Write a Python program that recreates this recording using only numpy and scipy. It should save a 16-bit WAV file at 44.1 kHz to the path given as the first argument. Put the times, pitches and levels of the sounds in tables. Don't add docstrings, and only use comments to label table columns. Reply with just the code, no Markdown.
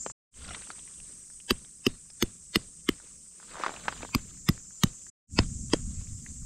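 import sys
import numpy as np
from scipy import signal
from scipy.fft import rfft, irfft
from scipy.io import wavfile
from scipy.ndimage import uniform_filter1d

SR = 44100
rng = np.random.default_rng(int(sys.argv[2]) if len(sys.argv) > 2 else 0)


def generate_wav(sig):
    pcm = np.round(np.clip(np.atleast_2d(sig).T, -1, 1) * 32767).astype(np.int16)
    wavfile.write(sys.argv[1], SR, pcm)


def linear_from_db(decibels):
    return 10 ** (np.asarray(decibels, float) / 20)


N = 284469

# t/s, clang peak level/dB, upper modes level/dB below and above TOP_EDGE_HZ, grip number
BLOWS = [
    (1.506, -12.5, 1.5, 0.5, 0),
    (1.8648, -13, -4.5, -5, 0),
    (2.2237, -14, -1.5, 4, 0),
    (2.5561, -12, 6.5, 2.5, 0),
    (2.888, -13.5, 5.5, 0.5, 0),
    (4.147, -12, 0, 2.5, 1),
    (4.4868, -13.5, -0.5, 3.5, 1),
    (4.834, -11, 6, 1.5, 1),
    (5.3872, -11.5, -15, -29.5, 2),
    (5.733, -14.5, 2.5, -15, 2),
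]
# f/Hz, level/dB
BENDS = [
    [(2736, 18), (3080, 16), (1196, 12.5), (1910, 11), (3951, 12), (4692, 14.5), (5890, 3.5), (6520, -0.5),
     (1625, 9)],
    [(2713, 17), (4890, 14.5), (1245, 10.5), (1975, 8.5), (4154, 2.5), (5720, 1), (6510, 7), (3000, 15),
     (5200, 8)],
    [(3485, 14), (6360, 14.5), (1260, 9), (2100, 14.5), (2940, 14), (4270, 7), (4720, 10), (5600, 1),
     (6810, 5), (1555, 5.5)],
    [(2887, 18), (2040, 16), (1225, 11.5), (3600, 11.5), (4170, 10), (5060, 16), (6160, 5), (740, 4.5),
     (2500, 11)],
    [(3087, 21), (2060, 15), (1250, 15), (4660, 2.5), (5230, 6.5), (5750, 6.5), (6540, 3.5), (1650, 11),
     (2550, 7)],
    [(2600, 14), (4920, 13.5), (1160, 17), (3010, 3), (3530, 2.5), (4410, 8), (5720, 4.5), (6940, 5),
     (2275, 15)],
    [(1980, 15), (5074, 15), (1166, 11.5), (2690, 6.5), (3240, 3), (3620, 9.5), (6730, 3), (5890, 7.5),
     (1550, 4.5)],
    [(2980, 15), (6465, 14.5), (1210, 12.5), (1860, 12), (3645, 13), (4710, 7.5), (5160, 7.5), (5740, 10),
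     (4000, 12), (2300, 8.5)],
    [(2630, 13.5), (5080, 18), (967, 15), (1870, 13.5), (3630, 7.5), (4463, 15.5), (6700, 7), (3093, 13.5),
     (1393, 10.5)],
    [(3230, 15), (5075, 9), (965, 14), (1900, 10.5), (2840, 7.5), (4640, 8.5), (6450, 8), (5490, 8.5),
     (1400, 7)],
]
# f/Hz, width/Hz, level/dB
PEG = [(7770, 210, -4), (7970, 350, -4.5), (8256, 150, 1), (9425, 120, -6.5), (10300, 210, -11),
       (11180, 250, -7), (11770, 200, -4), (12700, 280, 2.5), (13460, 300, -7), (14100, 350, 5.5),
       (15000, 300, -6.5)]
# f/Hz, level/dB, T60/s
HEAD = [(2223, -26, .2), (9540, -10, .05), (11220, -14, .15), (12680, -8, .045), (14150, -5, .045)]
HEAD_RING_DB = (-36, -31, -29)
DULL_HZ = (20000, 20000, 11300)
HAZE_DB = (-6.5, -10, -6.5, -8.5, -13.5, -12, -13, -13.5, -9, -11.5)
# f/Hz, level/dB
HAZE_LINES = [
    [(3046, 12), (5017, 10), (3337, 8), (1636, 7)],
    [(5114, 13), (2648, 10), (5383, 7)],
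    [(6416, 11), (4349, 9), (5200, 9), (3520, 9)],
    [(4349, 15), (3692, 13), (2013, 9), (4834, 9)],
    [(2110, 13), (3423, 12), (1356, 11)],
    [(2487, 16), (2196, 11), (4543, 9)],
    [(5254, 12), (3509, 11), (1830, 11), (2207, 11)],
    [(3240, 12), (4371, 9), (2885, 7)],
    [(2583, 17), (4834, 14), (2293, 11), (4360, 10)],
    [(4920, 14), (2670, 10), (3229, 9)],
]
# dip t/s, f/Hz, level/dB, rebound delay/s, f/Hz, level/dB
THUDS = [
    (1.5098, 330, -15, .0083, 250, -15),
    (1.8688, 310, -11, .008, 250, -15),
    (2.2273, 310, -15, .0087, 260, -15),
    (2.5603, 310, -15.5, .0093, 240, -16),
    (2.8919, 310, -13, .0033, 250, -19),
    (4.1513, 300, -19, .0083, 200, -13.5),
    (4.4919, 280, -16, .0064, 190, -10.3),
    (4.8397, 270, -15.5, .006, 180, -11),
    (5.392, 370, -10, .0098, 88, -15),
    (5.7369, 370, -10, .0066, 400, -14.5),
]
DIP_TURNS = (.95, .95, .95, .95, 1., .9, .8, .8, .7, .8)
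REBOUND_TURNS = (.66, .67, .67, .67, .66, .72, .58, .56, .78, .55)
SETTLES_DB = (-30, -30, -31, -30, -42, -25, -25, -29, -21, -25)
SPRING_PACE = (1, 1, 1, 1, 1, .62, .55, .58, .55, .8)
# f/Hz, level/dB, T60/s
SOIL = [(35.8, -28.5, 0.24), (56.5, -7, 0.05), (190, -32, 0.033), (365, -34.5, 0.024)]
# t/s, level/dB, f/Hz, T60/s
JINGLES = [(.485, -47, 1390, .16), (.491, -46, 5620, .07), (.514, -48, 5620, .13), (.504, -45, 2900, .09),
           (.417, -50, 1400, .09), (.417, -54, 3400, .05), (.56, -56, 2200, .044), (1.872, -54, 3760, .25),
           (1.872, -56, 5350, .2), (1.93, -58, 4250, .15), (4.842, -54, 3870, .19),
           (5.394, -38, 1570, .065), (5.394, -46, 2210, .09), (5.394, -46, 1230, .1)]
# t/s, peak level/dB, f/Hz
STONES = [(0.062, -21.5, 400), (0.098, -34.5, 1060), (0.446, -39, 2200), (0.498, -48, 2000),
          (0.477, -37, 5000), (0.546, -28.5, 2360), (0.71, -39, 4300), (0.62, -37, 1870),
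          (0.702, -27.5, 1320), (0.79, -45, 3060), (0.782, -45.5, 1060), (0.875, -43.5, 2300),
          (1, -42.5, 2900), (1.3, -47, 1380), (1.646, -50, 1800), (4.311, -54, 1400), (4.576, -39.5, 1510),
          (4.706, -48, 1330), (5.065, -45.5, 1580), (6.011, -50, 990), (6.07, -49, 2250),
          (6.262, -36, 2060), (.416, -58, 1500), (.483, -55, 1360), (0.55, -37, 2630), (.507, -42, 320),
          (0.55, -46, 1700), (4.347, -54, 1200), (4.37, -52.5, 1600), (4.6, -54, 1500), (5.5, -54, 1600),
          (1.646, -44.5, 3500), (2.1, -43, 5200), (1.4, -42, 2900), (5.7, -44, 3400), (.061, -39, 2600),
          (.062, -29, 1100), (0.67, -45, 1100), (7, -54, 2900), (4.292, -54, 1500), (5.1, -53, 1200),
          (.545, -31.5, 3540), (.547, -34.5, 1300), (0.61, -43.5, 1200), (0.34, -44, 3000),
          (0.44, -39.5, 4900), (0.45, -42, 3500), (.534, -38, 3700), (.488, -37, 3600), (.482, -41, 2500),
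          (0.51, -46, 1500), (2.999, -44.5, 1400), (3.07, -54, 1500)]
# t/s, peak level/dB, f/Hz
CRUNCH = [(3.399, -41, 1240), (3.427, -42, 1210), (3.554, -29, 1180), (3.597, -28.5, 930),
          (3.635, -16, 1110), (3.644, -21.5, 1220), (3.662, -15.5, 1160), (3.68, -27, 1380),
          (3.692, -23.5, 850), (3.717, -35, 1000), (3.761, -35, 2540), (3.855, -32.5, 895),
          (3.881, -11.5, 1210), (3.924, -29, 1070), (3.963, -38.5, 1020), (4.006, -37, 1050),
          (4.02, -40, 3500), (4.028, -34.5, 1460), (4.048, -29, 650), (4.089, -42.5, 1055),
          (3.546, -42, 993), (3.566, -34, 1500), (3.572, -34, 780), (3.584, -32, 1200), (3.61, -28, 1120),
          (3.617, -35, 1800), (3.667, -24, 1250), (3.673, -32, 800), (3.739, -35, 1320), (3.753, -39, 700),
          (3.881, -28, 2900), (4.028, -33.5, 2400), (4.031, -28, 380), (4.05, -38, 1750), (3.718, -41, 800),
          (3.515, -47, 1220), (3.543, -34, 1040), (3.6, -27, 550), (3.629, -35, 1600), (3.653, -36, 1400),
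          (3.706, -35, 1000), (3.77, -36, 900), (3.797, -44, 1370), (3.58, -34, 1100)]
# peak t/s, level/dB, rise/(dB/s), fall/(dB/s)
SHUFFLES = [(.11, -64, 63, 69), (0.502, -47.5, 114.5, 97), (.71, -58.5, 92, 99), (.9, -65, 80, 67),
            (1.11, -63, 53, 118), (3.05, -62.5, 75, 95), (3.42, -62, 244, 59.5), (3.58, -48, 154, 38.5),
            (3.66, -42.5, 113, 140), (3.88, -50.5, 71.5, 102.5), (4.04, -54.5, 82, 135.5),
            (4.3, -63.5, 58.5, 102.5), (4.58, -81.5, 118, 132), (5.397, -42, 898.5, 420),
            (5.742, -46.5, 900.5, 419), (6.01, -62.5, 64, 74), (6.27, -65.5, 159, 75)]
# delay/s, level/dB re clang, rise/(dB/s), fall/(dB/s)
SPRAY = (.012, -42, 900, 140)
# f/Hz, level/dB per Hz
GRIT = [(180, -40), (300, -16), (333, -7), (406, -13), (765, -1), (957, -27), (1200, -6.5), (2080, -13),
        (7000, -24.5), (9100, -55), (15400, -120)]
# f/Hz, level/dB per Hz
RUSTLE = [(180, -37.5), (300, -0.5), (516, -6), (734, -22.5), (1150, -4), (1440, -9.5), (2620, -8),
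          (5000, -9.5), (6500, -46.5), (11000, -120)]
# t/s, level/dB, share of the high choir (0-1)
CICADAS = [(0.0, -41, 0.1), (0.11, -42.5, 0.12), (0.4, -50.5, 0.5), (0.57, -46.5, .5), (0.92, -48.5, 0.5),
           (1.44, -49.5, 0.5), (1.9, -52, 0.5), (2.3, -50.5, 0.4), (2.83, -50.5, 0.4), (3.36, -51, .4),
           (3.6, -50, 0.3), (4.3, -48.5, 0.2), (5.1, -47.5, 0.2), (5.36, -47, .2), (5.6, -44, 0.2),
           (6.0, -47, 0.2), (6.45, -46.5, 0.2)]
# f/Hz, level/dB per Hz
HIGH_CHOIR = [(2060, -41.5), (3500, -41), (4490, -30), (5110, -15), (5530, -16.5), (5730, -14),
              (6820, -23.5), (7420, -14.5), (8080, 4), (8490, 9), (10500, -12.5), (11500, -46),
              (15000, -64), (22000, -120)]
# f/Hz, level/dB per Hz
LOW_CHOIR = [(2060, -42.5), (3500, -43), (4310, -25), (5060, -15), (5760, -10), (6110, -3), (7310, 6.5),
             (9520, -19.5), (11500, -35), (15000, -61.5), (22000, -120)]
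# f/Hz, width/Hz, level/dB re chorus
SINGERS = [(5870, 50, -15), (6470, 70, -13), (7020, 40, -16), (7890, 35, -11), (8340, 90, -4.5),
           (8700, 60, -13)]
# t/s, level/dB
WIND = [(0.0, -57), (0.11, -55.5), (0.38, -53.5), (0.47, -44.5), (0.62, -60.5), (1.1, -59.5), (1.35, -63.5),
        (2.1, -62), (3.15, -61.5), (3.35, -65), (3.65, -55), (4.05, -48), (4.4, -52.5), (5.0, -66),
        (5.3, -39.5), (5.43, -31.5), (5.6, -34.5), (5.9, -39), (6.45, -45.5)]
# delay/s, level/dB re clang, rise/(dB/s), fall/(dB/s)
RUMBLE = (.03, -38, 500, 150)
# f/Hz, level/dB per Hz
GUST = [(12, -46.5), (20, -11), (70, 4), (114, -11), (151, -10), (210, -9), (343, -35), (560, -51),
        (700, -51), (910, -81.5), (1540, -120)]
# f/Hz, level/dB per Hz
BREEZE = [(12, -38.5), (20, -19.5), (48, 4.5), (112, -9.5), (175, 0.5), (300, -14.5), (398, -19.5),
          (435, -26), (700, -30.5), (910, -43.5), (1540, -120)]
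# peak t/s, level/dB, rise/(dB/s), fall/(dB/s)
SWISHES = [
    (.66, -81, 16.5, 25.5),
    (1.3, -78.5, 25, 18.5),
    (3.65, -76.5, 36, 8.5),
    (4.05, -75.5, 20.5, 29.5),
    (6.25, -77, 23.5, 15),
]
# f/Hz, level/dB per Hz
HISS = [(6240, -25.5), (10600, -9.5), (11000, -15.5), (11500, -15.5), (12300, -15), (13300, -10),
        (14300, -8.5), (15100, -16), (16000, -21)]
# f/Hz, level/dB per Hz
CLOTH = [(6240, -28), (10600, -5), (11300, -5), (12700, 0.5), (13400, 2.5), (15100, -10), (16000, -16.5)]
# f/Hz, likeness (0-1)
SAME = [(60, 0.98), (700, 0.98), (2400, 0.92), (5000, 0.93), (7500, 0.84), (9500, .92), (11000, 0.63),
        (15000, 0.55)]
# f/Hz, phase/rad
LEAD = [(9500, 0), (11000, -.3), (12600, -1), (14200, -1.9), (16000, -2.2)]
# f/Hz, phase/rad
TURNED = [(500, 0), (1200, -.12), (3000, -.36), (5000, -.2), (6500, -.4), (8500, -.45), (11000, 0)]
# from t/s, to t/s
TURNED_S = (3.45, 5.2)
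# from t/s, to t/s, width level/dB
WIDE_BODY = [(0, .2, 0), (.58, .7, -9), (.76, .87, -9), (1.1, 1.21, -9), (1.5, 1.54, -3), (1.95, 2.2, -18),
             (2.53, 2.59, -5), (2.7, 2.9, -18), (3.25, 3.5, -7), (3.5, 5.2, 2), (5.85, 6.13, -10)]
# from t/s, to t/s, width level/dB
WIDE_TOP = [(0, .2, 0), (1.05, 5.2, 0), (6.0, 6.5, 0)]
# cut t/s, fade-in start t/s, fade-in length/s
CUTS = [
    (0.114, 0.31, 0.06),
    (5.095, 5.27, 0.067),
]

TOP_EDGE_HZ = 10800


def blow(clang, bends, haze_db, soil, dip_turns, back_turns, settle_db, pace, haze_lines, draws):
    s, db, high_db, top_db, grip = clang
    grip = round(grip)
    t = np.arange(-2000, 10000) / SR
    upper = []
    for (f, width, g), chance in zip(PEG, draws[2][-len(PEG):]):
        strike_db = top_db if f > TOP_EDGE_HZ else high_db
        upper.append((f, width, g + strike_db + 2.5 * chance))
    modes = [(f, 650, g) for f, g in bends] + upper

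    crack = chatter(t, modes, draws)
    around = haze(t, modes, haze_lines, draws[1])
    steel = linear_from_db(db + 4.0) * (crack + linear_from_db(haze_db) * around) / abs(crack).max()
    steel = steel + linear_from_db(db) * ring(t, bends[:2], HEAD_RING_DB[grip], draws[2])
    shade = signal.butter(6, DULL_HZ[grip], fs=SR, output="sos")
    ground = rebound(t + s, soil, dip_turns, back_turns, settle_db, pace)
    ground = ground + linear_from_db(soil[-1]) * after_shake(t, draws[2])
    return s + t[0], signal.sosfilt(shade, steel) + ground


def mode(x, hz, width):
    return evened(resonate(resonate(x, hz, width), hz, 3 * width))


def chatter(t, modes, draws):
    touch_s, touch_t60_s = 0.0013, 0.01
    push = np.clip(t / 0.0023, 0, 1) * linear_from_db(-60 * np.maximum(t - touch_s, 0) / touch_t60_s)
    crack = 0
    for (f, width, g), d in zip(modes, draws[1][-len(modes):]):
        force = push * (np.sin(2 * np.pi * f * t + 3 * d) + draws[0])
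        crack = crack + linear_from_db(g) * mode(force, f, width)
    band = signal.butter(3, (650, 6000), "band", fs=SR, output="sos")
    return crack + linear_from_db(11.5) * evened(signal.sosfilt(band, push * draws[1]))


def haze(t, modes, haze_lines, draw):
    lines = rfft(draw[:2048])
    lines = irfft(lines * (abs(lines) > 1.35 * np.sqrt(2048)))
    lines = evened(np.resize(lines, len(t)))
    frame = np.cos(np.pi / 2 * np.clip(t / .036, -1, 1))
    fade = frame * linear_from_db(-853 * np.maximum(-t, 0) - 1150 * np.maximum(t, 0))
    spread = lines * fade
    out = sum(linear_from_db(g - 17 * (f > TOP_EDGE_HZ)) * mode(spread, f, width) for f, width, g in modes)
    strongest = sum(linear_from_db(g + 3) * evened(fade * np.sin(2 * np.pi * hz * t)) for hz, g in haze_lines)
    return .8 * out + strongest


def ring(t, strongest, ring_db, draw):
    after = np.maximum(t, 0)
    out = 0
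    for (f, g, t60), d in zip(HEAD, draw):
        out = out + linear_from_db(g + ring_db + 2 * d - 60 * after / t60) * np.sin(2 * np.pi * f * after)
    hum = linear_from_db(-37 - 60 * after / .14)
    return out + sum(hum * np.sin(2 * np.pi * hz * after) for hz, _ in strongest)


def rebound(t, soil, dip_turns, back_turns, settle_db, pace):
    dip_s, dip_hz, dip_db, back_s, back_hz, back_db = soil
    late = t - dip_s - back_s
    ground = thud(t - dip_s, dip_db, dip_hz, (dip_turns, .65), pace)
    ground = ground + thud(late, back_db, back_hz, (back_turns, .5))
    return ground + linear_from_db(settle_db) * np.exp(-((late - .0078) / .0045) ** 2)


def thud(t, db, hz, shape, pace=1):
    centre, spread = shape
    turns = np.maximum(t * hz * np.where(t > 0, pace, 1) + 3 / 4, 0)
    return linear_from_db(db) * np.sin(2 * np.pi * turns) * np.exp(-((turns - centre) / spread) ** 2)


def after_shake(t, draw):
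    after = np.maximum(t, 0)
    shake = 0
    for f, g, t60 in SOIL:
        shake = shake + linear_from_db(g - 60 * after / t60) * resonate(resonate(draw, f, 180), f, 200) * 12
    return shake * np.clip((t - .012) / .005, 0, 1)


def jingle(db, hz, t60):
    t = np.arange(8000) / SR
    return linear_from_db(db - 60 * t / t60) * np.sin(2 * np.pi * hz * t) * np.minimum(t / 0.0025, 1)


def stone(db, hz, t60, scrape):
    t = np.arange(len(scrape)) / SR
    click = abs(t - .0015) < .0001
    tick = (0.5 * scrape + 1.19 * click) * linear_from_db(-60 * t / max(t60, .003)) * np.minimum(t / 0.002, 1)
    knock = resonate(resonate(tick, hz, 990), hz, 930) + 0.16 * resonate(tick, 1.5 * hz, 450)
    knock = knock + 0.087 * resonate(tick, 1400, 1900) + 0.12 * resonate(tick, 3900, 2411)
    band = signal.butter(3, (200, 5500), "band", fs=SR, output="sos")
    knock = signal.sosfilt(band, knock)
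    return linear_from_db(db) * knock / abs(knock).max()


def gravel(t):
    def level(at):
        return swells(-73, SHUFFLES + after_blows(*SPRAY), at)

    def colour(hz, at):
        return blend((level(at) + 58) / 9, GRIT, RUSTLE, hz)

    db = level(t)
    grains = linear_from_db(3.2 * np.minimum(rng.exponential(1, N), 3))
    grains = grains * (rng.random(N) < 320 / SR)
    chop = signal.oaconvolve(grains, linear_from_db(-60 * t[:1500] / .022))[:N]
    hard = np.clip((db + 66) / 16, .2, .75)
    bed = noise(colour, patchy_db=3.0, size=256)
    return linear_from_db(db) * bed * (np.sqrt(1 - hard ** 2) + hard * evened(uniform_filter1d(chop, size=40)))


def cicadas(t):
    def colour(hz, at):
        return blend(curves(CICADAS, at)[1], HIGH_CHOIR, LOW_CHOIR, hz)

    db, share = curves(CICADAS, t)
    choirs = noise(colour, patchy_db=1.43)
    buzz = rng.standard_normal(N)
    near = sum(linear_from_db(g) * evened(resonate(resonate(buzz, f, w), f, 2 * w)) for f, w, g in SINGERS)
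    return linear_from_db(db) * (choirs + np.clip((share - .3) / .3, 0, 1) * near)


def wind(t):
    def level(at):
        return swells(curves(WIND, at)[0], after_blows(*RUMBLE), at)

    def colour(hz, at):
        return blend((level(at) + 56.0) / 12, GUST, BREEZE, hz)

    return linear_from_db(level(t)) * noise(colour, patchy_db=2.5, size=1024)


def air(t):
    def level(at):
        return swells(-79.5, SWISHES, at)

    def colour(hz, at):
        return blend((level(at) + 82.5) / 3, CLOTH, HISS, hz)

    return linear_from_db(level(t)) * noise(colour, patchy_db=1.1)


def noise(colour_db, patchy_db, size=512):
    frames, hz = 4 * N // size + 5, np.fft.rfftfreq(size, 1 / SR)[:, None]
    a, b, c, d, patches = rng.standard_normal((frames, len(hz), 5)).T
    patches = uniform_filter1d(patches, size=6, axis=0)
    patches = evened(uniform_filter1d(patches, size=12, axis=1))
    shape = linear_from_db(colour_db(hz, np.arange(frames) * size / 4 / SR) + 0 * patches)
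    shape = shape / np.sqrt((shape ** 2).mean(0)) * linear_from_db(patchy_db * patches)
    same = np.clip(read(SAME, hz), -1, 1)
    left = a + 1j * b
    right = same * left + np.sqrt(1 - same ** 2) * (c + 1j * d)
    z = np.array([left, right])
    return evened(signal.istft(z * shape, nperseg=size, noverlap=3 * size // 4)[1][:, :N])


def resonate(x, hz, width):
    turn = np.exp(2j * np.pi * hz * np.arange(len(x)) / SR)
    r = np.exp(-np.pi * width / SR)
    return 2 * (turn * signal.lfilter([1 - r], [1, -r], x / turn)).real


def swells(rest_db, rows, t):
    power = linear_from_db(2 * rest_db)
    for s, db, rise, fall in rows:
        slope = np.where(t < s, abs(rise), abs(fall))
        power = power + linear_from_db(2 * (db - slope * abs(t - s)))
    return 10 * np.log10(power)


def after_blows(late, db, rise, fall):
    return [(s + late, clang_db + db, rise, fall) for s, clang_db, *_ in BLOWS]


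def evened(x):
    return x / np.sqrt(np.mean(x ** 2) + 1e-20)


def read(points, hz):
    f, value = np.transpose(points)
    return np.interp(np.log(hz + 1), np.log(f + 1), value)


def blend(share, a, b, hz):
    share = np.clip(share, 0, 1)
    return share * read(a, hz) + (1 - share) * read(b, hz)


def curves(rows, t):
    s, *columns = np.transpose(rows)
    return [np.interp(t, s, c) for c in columns]


def add(mix, s, sound):
    part = mix[round(s * SR):][:len(sound)]
    part += sound[:len(part)]


def lead(x, points):
    port = np.exp(.5j * read(points, np.fft.rfftfreq(2 ** 19, 1 / SR)))
    return irfft(rfft(x, 2 ** 19) * [port, 1 / port])[:, :N]


def width_gain(spells, t):
    return uniform_filter1d(sum(linear_from_db(db) * ((t >= a) & (t < b)) for a, b, db in spells), size=500)


def fold(x, t):
    mid, side = (x[0] + x[1]) / 2, (x[0] - x[1]) / 2
    body = signal.oaconvolve(side, signal.firwin(255, 11700, fs=SR), "same")
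    side = width_gain(WIDE_BODY, t) * body + width_gain(WIDE_TOP, t) * (side - body)
    return np.array([mid + side, mid - side])


def scene():
    t, near = np.arange(N) / SR, np.zeros(N)
    blow_draws = rng.standard_normal((len(BLOWS), 3, 12000))
    for row in zip(BLOWS, BENDS, HAZE_DB, THUDS, DIP_TURNS, REBOUND_TURNS, SETTLES_DB, SPRING_PACE,
                   HAZE_LINES, blow_draws):
        add(near, *blow(*row))
    pebbles = STONES + CRUNCH
    for (s, db, hz), scrape in zip(pebbles, rng.standard_normal((len(pebbles), 2000))):
        add(near, s, stone(db, hz, .028, scrape))
    for s, *rattle in JINGLES:
        add(near, s, jingle(*rattle))
    near = np.where((t > TURNED_S[0]) & (t < TURNED_S[1]), lead(near, TURNED), near)
    mix = lead(near, LEAD) + cicadas(t) + wind(t) + air(t) + gravel(t)
    left_db = 2 * (t < CUTS[0][0])
    return mix * linear_from_db(np.outer([.5, -.5], left_db))


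def band_limit(x):
    return signal.sosfilt(signal.butter(12, 16330, fs=SR, output="sos"), x)


def record(dry):
    t = np.arange(N) / SR
    x = signal.oaconvolve(dry, signal.firwin(255, 16100, fs=SR)[None], "same", axes=1)
    x = fold(x, t)
    for cut, start, length in CUTS:
        fade_out = np.clip((cut - t) / 0.0074 + 1, 0, 1)
        fade_in = np.clip((t - start) / length, 0, 1) ** 1.9
        x = x * np.where(t < cut + .02, fade_out, fade_in)
    return band_limit(x)


dry = scene()
out = record(dry)
generate_wav(out)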